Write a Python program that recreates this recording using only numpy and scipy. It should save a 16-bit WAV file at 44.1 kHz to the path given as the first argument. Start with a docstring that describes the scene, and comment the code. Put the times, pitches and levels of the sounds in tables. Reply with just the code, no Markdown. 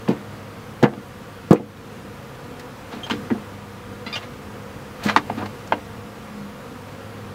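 """A bee swarm drones, and at once a wooden box is knocked on a hive in a fenced yard.
A keeper turns the box over and sets it down: ringing modes make the thumps, coloured noise the
clacks and scrapes, wavering overtones the squeaks. Fence, hive and ground scatter them all.
The swarm is many wandering wing beats over noisy air; two low tones mix a far motor with box ring.
The loudest blows overload the microphone and its gain control ducks the swarm."""
import sys
import numpy as np
from scipy import signal
from scipy.io import wavfile
from scipy.ndimage import uniform_filter1d, minimum_filter1d, map_coordinates

SR = 44100
rng = np.random.default_rng(int(sys.argv[2]) if len(sys.argv) > 2 else 0)


def persist_wave(psi):
    """Save psi, clipped to +-1, as 16-bit WAV."""
    counts = np.round(np.clip(psi, -1, 1) * 32767).astype(np.int16)
    wavfile.write(sys.argv[1], SR, np.atleast_2d(counts).T)


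N = 323694  # samples


def amp(db):
    """Turns dB into gain."""
    return 10 ** (np.asarray(db) / 20)


def evened(x):
    """Scales a sound to rms 1."""
    return x / np.sqrt(np.mean(x ** 2) + 1e-20)


def read(points, hz):
    """Reads a table over frequency, straight between points on a log axis."""
    f, value = np.transpose(points)
    return np.interp(np.log(hz + 1), np.log(f + 1), value)


def add(mix, start, sound):
    """Mixes a sound in at start seconds, cut at the end of the mix."""
    part = mix[round(start * SR):][:len(sound)]
    part += sound[:len(part)]


def drift(hz, count, length, rate):
    """Slow chance: count rows of random values, hz new ones a second, joined by straight lines."""
    knots = rng.standard_normal((count, 400))
    at = np.arange(length) / rate * hz
    return map_coordinates(knots, np.meshgrid(np.arange(count), at, indexing="ij"), order=1)


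# Blows on the hollow box. Each row: start in seconds, peak level in dB, focus in Hz,
# fall away from the focus in dB per octave.
BLOWS = [(0.084, -4, 207, 6), (0.095, -13, 355, 12), (0.106, -8.5, 196, 7.5), (0.826, -0.5, 294, 3.5),
         (0.834, 2, 218, 5), (0.849, -16, 300, -5), (0.925, -20.5, 240, 3), (0.97, -21.5, 208, 8),
         (1.508, 6, 214, 4), (1.527, 2, 425, 8), (1.597, -15.5, 240, 2), (2.93, -25.5, 237, 9),
         (2.96, -28, 221, 7), (3.108, -15, 258, 17), (3.129, -19.5, 314, 16), (3.181, -25, 221, 25),
         (3.304, -16, 340, 38), (3.316, -8.5, 238, 32), (3.349, -23, 221, 0), (4.06, -24, 237, 18),
         (4.776, -32, 214, 8), (5.053, -9, 196, 9), (5.161, -10.5, 300, 15), (5.302, -18.5, 232, 5),
         (5.372, -17, 267, 28), (5.422, -21, 295, 12), (5.73, -20, 290, 21)]
# Modes of the box. Each row: frequency in Hz, relative level in dB,
# t60 in seconds before the force of the blow scales it.
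BOX_MODES = [(135.4, -7.5, 0.14), (204.8, 1, 0.12), (238.5, 3.5, 0.044), (293, -5.5, 0.14), (345, -7, 0.12),
             (433.5, -5.5, 0.061), (483.6, -3.5, 0.086), (546, -17, 0.14), (593, -17, 0.11),
             (718, 0, 0.018), (858, -5, 0.048)]
# Ring time factor of a 0 dB blow; softer blows, the box held looser, ring longer.
BOX_RING, CHOKE_PER_DB = 0.7, 0.0737


def thump(db, focus_hz, narrow_db):
    """A blow sets the box modes ringing; its place favours those near the focus."""
    t = np.arange(SR // 4) / SR
    ring = BOX_RING - CHOKE_PER_DB * db
    hz, level_db, t60 = np.transpose(BOX_MODES)[:, :, None]
    sign = (-1) ** np.arange(len(BOX_MODES))[:, None]
    gain = sign * amp(level_db - narrow_db * abs(np.log2(hz / focus_hz)))
    decay = np.log(1000) / (t60 * ring)
    modes = gain * np.exp((2j * np.pi * hz - decay) * t)
    sound = modes.imag.sum(0) * np.minimum(t / 0.0012, 1)  # rises in 1.2 ms
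    return amp(db) * sound / abs(sound).max()


# Dense modes of slats and mesh. Each row: frequency in Hz, relative level in dB per Hz.
SLAT_SPECTRUM = [(250, -53), (500, -1.5), (850, 2.9), (1300, -0.5), (1900, -2), (2250, -4.5), (2750, -7),
                 (3300, -9), (4100, -11), (6200, -24), (10000, -39.5), (16000, -48)]


def rattled(slips, tilt_db, rings=()):
    """Dense slat modes colour grainy noise; tilt_db gives the dB per octave at any moment."""
    hz, t, z = signal.stft(slips, SR, nperseg=256, noverlap=224)
    body_db = read(SLAT_SPECTRUM, hz)
    for ring_hz, lift_db in rings:
        octaves = np.log2(hz / ring_hz + 1e-9)
        body_db = body_db + lift_db * np.exp(-(octaves / 0.33) ** 2)
    octaves_up = np.log2(hz[:, None] / 1500 + 0.18)
    colour = amp(body_db[:, None] + octaves_up * tilt_db(t))
    z = z * colour / np.sqrt((colour ** 2).mean(0))  # the tilt leaves the level alone
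    return evened(signal.istft(z, SR, nperseg=256, noverlap=224)[1][:len(slips)])


# Sharp taps that set slats and mesh rattling. Each row: start in seconds, peak level in dB,
# ring in Hz, starting tilt in dB per octave, t60 in seconds.
TAPS = [(0.077, -19, 2850, -8, 0.19), (0.085, -24, 2510, 10.5, 0.089), (0.106, -23, 766, 0.5, 0.14),
        (0.827, -16, 1670, 8.5, 0.077), (0.835, -0.5, 720, -3.5, 0.07), (0.849, -8.5, 1770, -12, 0.12),
        (0.935, -24, 3000, -5, 0.047), (1.508, -15, 783, 13, 0.031), (1.514, -7.5, 1060, -1.5, 0.14),
        (1.529, -8, 7100, 19.5, 0.015), (1.557, -21, 2400, -1.5, 0.11), (1.77, -37, 3500, 6, 0.025),
        (2.595, -28, 1880, 11.5, 0.063), (2.926, -23, 756, 1, 0.059), (3.065, -20, 829, 2.5, 0.056),
        (3.098, -13.5, 1020, 4.5, 0.079), (3.108, -12.5, 1520, 4, 0.047), (3.302, -18, 1730, -5.5, 0.1),
        (4.16, -14, 2740, 2, 0.04), (5.031, -27, 2500, -2, 0.045), (5.067, -14, 1500, 6, 0.043),
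        (5.086, -7.5, 2000, 2.5, 0.057), (5.096, -5, 1340, 1.5, 0.035), (5.162, 8, 1040, 0, 0.027),
        (5.171, -3, 1950, 3, 0.048), (5.298, -5.5, 790, -7.5, 0.028), (5.458, -19, 790, 2.5, 0.05),
        (5.674, -30, 6500, 8, 0.035), (5.721, -8.5, 2830, -3.5, 0.056), (5.722, 2.7, 895, -10.5, 0.036)]
RING_LIFT_DB, CLACK_RISE_S = 10, 0.0014
CREST_DB = 8  # a rattle's peaks stand this far over its mean level


def clack(db, ring_hz, tilt_db, t60):
    """A rattle that starts sharply, dies fast and grows duller as it dies."""
    t = np.arange(SR // 10) / SR
    noise = rng.standard_normal(len(t))
    burst = rattled(noise, lambda at: tilt_db - 30 * at, [(ring_hz, RING_LIFT_DB)])
    return amp(db - CREST_DB - 60 * t / t60) * burst * np.minimum(t / CLACK_RISE_S, 1)


# Wood sliding on wood. Each row: time of greatest pressure in seconds, level in dB,
# tilt in dB per octave, build-up in seconds, release in seconds.
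SLIDES = [(2.926, -38, 2.5, 0.035, 0.15), (3.118, -29, 2, 0.03, 0.072), (4.066, -33, 2, 0.008, 0.027),
          (4.105, -41, 1, 0.02, 0.011), (4.166, -31.5, 4, 0.093, 0.062), (4.233, -36.5, 0.5, 0.06, 0.066),
          (5.033, -31.5, 12, 0.003, 0.13), (5.099, -22, -1, 0.11, 0.073), (5.385, -32.5, -1.5, 0.03, 0.076),
          (5.425, -29, -7.5, 0.076, 0.053)]
STROKE_DB = 27  # how far the level lies under its top at either end of a stroke


def scrape(peak_s, db, tilt_db, build, release):
    """Dense uneven slips of the wood grain shake the slats; pressure builds, then lets go."""
    t = np.arange(-build, release, 1 / SR)
    slips = rng.standard_normal(SR // 4) * amp(4.5 * rng.standard_normal(SR // 4))
    sound = rattled(slips, lambda at: np.full_like(at, tilt_db))[:len(t)]
    t = t[:len(sound)]
    stroke_db = -STROKE_DB * np.where(t < 0, -t / build, t / release)
    return peak_s - build, sound * amp(db + stroke_db) * signal.windows.tukey(len(t), .15)


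# Stick-slip squeaks. Each row: start in seconds, length in seconds, pitch in Hz, starting level
# in dB, loudest frequency in Hz, fall away from it in dB per octave, roughness as a pitch factor.
STICK_SLIPS = [(3.032, 0.027, 3170, -28.5, 3150, 20, 0.084), (3.107, 0.011, 3080, -27.5, 3150, 28, 0.25),
               (4.059, 0.062, 685, -31, 2040, 8, 0.28), (4.065, .012, 4080, -43, 4080, 28, .15),
               (4.126, 0.041, 1207, -25, 3000, 4.5, 0.19), (4.154, 0.032, 2926, -27.5, 2900, 14, 0.7)]


def squeak(start, length, hz, db, loud_hz, fall_db, rough):
    """A wavering slip rate with its lower overtones, fading as the parts come free."""
    t = np.arange(0, length, 1 / SR)
    noise = rng.standard_normal((2, 4000))
    waver = uniform_filter1d(noise, size=50, axis=1)[:, 100:100 + len(t)]
    waver -= waver.mean(1, keepdims=True)
    turns = np.cumsum(hz * (1 + rough * waver[0])) / SR
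    tone = np.zeros(len(t))
    for k in range(1, 8):
        if k * hz < max(5500, 2.1 * hz):
            gain = amp(-fall_db * abs(np.log2(k * hz / loud_hz)))
            tone += gain * np.sin(2 * np.pi * k * turns)
    level = amp(db + 22 * waver[1] - 310 * t)  # flutters, and falls 310 dB a second
    return start, evened(tone) * level * signal.windows.tukey(len(t), .25)


def handled_box():
    """All the blows, rattles, scrapes and squeaks of the wood, without the yard."""
    wood = np.zeros(N)
    for start, *row in BLOWS:
        add(wood, start, thump(*row))
    for start, *row in TAPS:
        add(wood, start, clack(*row))
    for row in SLIDES:
        add(wood, *scrape(*row))
    for row in STICK_SLIPS:
        add(wood, *squeak(*row))
    # the microphone picks up little of the wood's deepest bass
    return signal.lfilter(*signal.butter(2, 105, "high", fs=SR), wood)


# Scattered sound of the yard. 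Each row: frequency in Hz, t60 in seconds.
YARD_DECAY = [(150, 0.22), (500, 0.16), (2000, 0.072), (8000, 0.082)]


def yard(x):
    """Fence, hive and ground scatter the wood's sound; each band dies at its own speed."""
    taps = np.zeros(SR // 2)
    at = np.arange(100, len(taps) - 20, 20)
    taps[at + rng.integers(0, 20, len(at))] = rng.choice([-1., 1.], len(at))
    hz, t, z = signal.stft(taps, SR, nperseg=256)
    decay_db = -60 * t / read(YARD_DECAY, hz)[:, None]
    tail = signal.istft(z * amp(decay_db), SR, nperseg=256)[1]
    x = signal.lfilter(*signal.butter(1, 600, "high", fs=SR), x)  # the yard's scatter is thin in bass
    return signal.fftconvolve(x, tail / np.linalg.norm(tail))[:N]


# Overtones of a wing beat. Each row: multiple of the beat, relative level in dB.
WING_OVERTONES = [(1, -2), (2, 2.5), (3, -4.5), (4, -4), (5, -3.5), (6, -7.5), (8, -14.5), (14, -26)]
WING_HZ, WING_SPREAD = 238.2, .09  # middle beat rate, and the bees' spread as a fraction of it


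def bees(count=32):
    """Each bee beats its wings at its own wandering rate and flies nearer or farther."""
    n, rate = N // 4 + 1, SR / 4  # wing tones stay low, so a quarter of the rate is enough
    own, start = rng.standard_normal((count, 1)), rng.random((count, 1))
    wander = .035 * drift(5, count=count, length=n, rate=rate)
    hz = WING_HZ * (1 + WING_SPREAD * own + wander)
    beat = np.exp(2j * np.pi * (np.cumsum(hz, axis=1) / rate + start))
    partial = amp(3 * drift(3, count=count, length=n, rate=rate))  # nearness
    multiple, db = np.transpose(WING_OVERTONES)
    tone = np.zeros(n)
    for k in range(1, 15):
        partial = partial * beat  # steps up to the next multiple of the wing beat
        tone += amp(np.interp(k, multiple, db)) * partial.imag.sum(0)
    return evened(signal.resample_poly(tone, 4, 1)[:N])


# Air around the microphone. Each row: frequency in Hz, relative level in dB per Hz.
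AIR_SPECTRUM = [(20, -37), (45, -22), (75, -12), (125, -4.5), (170, -11.5), (290, -12.5), (600, -22),
                (1260, -22.5), (2500, -27), (5000, -34.5), (9000, -40.5), (16000, -43)]


def air():
    """Far bees, traffic and microphone hiss: random short-time spectra with faint patches."""
    frames, hz = N // 256 + 5, np.fft.rfftfreq(1024, 1 / SR)
    a, b, patches = rng.standard_normal((frames, 513, 3)).T
    patches = uniform_filter1d(patches, 10, 0)  # over frequency
    patches = evened(uniform_filter1d(patches, 14, 1))  # over time
    z = (a + 1j * b) * amp(read(AIR_SPECTRUM, hz)[:, None] + 0.9 * patches)
    return evened(signal.istft(z, nperseg=1024, noverlap=768)[1][:N])


# Level of bees and air before each one's trim. Each row: time in seconds, level in dB.
BACKGROUND_LEVEL = [(0.0, -41), (1.5, -42), (2.8, -41), (3.2, -39), (3.6, -41.5), (4.9, -40.5), (5.15, -38),
                    (5.9, -41), (7.34, -41)]
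AIR_DB, BEES_DB = 1.0, -0.5  # trims


def swarm():
    """Bees and air share one level, which also carries the loose rustle around the scrapes."""
    s, db = np.transpose(BACKGROUND_LEVEL)
    level = amp(np.interp(np.arange(N) / SR, s, db))
    return level * (amp(AIR_DB) * air() + amp(BEES_DB) * bees(count=32))


# Low tones before their waver. Each row: time in seconds, rms level of the first partial in dB,
# rms level of the second partial in dB.
LOW_TONE_LEVELS = [(0.0, -41, -45), (0.5, -51, -51.5), (0.95, -50.5, -43.5), (1.7, -46.5, -52),
                   (2.06, -55, -44), (2.45, -62, -61.5), (3.3, -45.5, -49.5), (3.85, -46.5, -44.5),
                   (4.3, -46.5, -49), (4.7, -55, -47), (5.4, -39.5, -40), (6.05, -49.5, -49),
                   (6.5, -70, -39), (6.8, -47, -54), (7.34, -41, -45.5)]
LOW_TONE_HZ = 101.8  # middle of the first partial


def low_tones():
    """Two wavering low tones, a far motor's hum mixed with lingering low ring of the box."""
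    s, first_db, second_db = np.transpose(LOW_TONE_LEVELS)
    t = np.arange(N) / SR
    wander = 0.02 * drift(9.0, count=1, length=N, rate=SR)[0]
    turns = np.cumsum(LOW_TONE_HZ * (1 + wander)) / SR
    waver_db = 3 * drift(11, count=1, length=N, rate=SR)[0]
    tone = np.zeros(N)
    for k, db in ((1, first_db), (2, second_db)):
        tone += amp(np.interp(t, s, db) + waver_db) * np.sin(2 * np.pi * k * turns)
    return np.sqrt(2) * tone  # a sine's peak over its rms


def scene():
    """The handled box and its scatter in the yard over the swarm and the low tones."""
    wood = handled_box()
    return (wood + amp(-8.0) * yard(wood) + swarm() + low_tones())[None]


EDGE_HZ = 15750  # upper band limit


def record(dry):
    """Gain control ducks after loud blows, the converter clips, then the band limit."""
    power_db = 10 * np.log10(abs(uniform_filter1d(dry[0] ** 2, 800)) + 1e-12)
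    power_db = -minimum_filter1d(-power_db, size=2400, origin=1199)  # holds the peak for a moment
    fall = np.arange(N) * 30 / SR  # the held level falls 30 dB a second
    held_db = np.maximum.accumulate(power_db + fall) - fall
    over_db = np.maximum(held_db + 11, 0)  # above a threshold of -11 dB
    late_db = signal.lfilter([1 / 1000], [1, 1 / 1000 - 1], over_db)  # lags by about 1000 samples
    clipped = np.clip(dry / amp(0.63 * late_db), -1, 1)
    kernel = signal.firwin(511, EDGE_HZ, window=("kaiser", 9), fs=SR)
    return np.clip(signal.oaconvolve(clipped, kernel[None], "same"), -1, 1)


dry = scene()
out = record(dry)
persist_wave(out)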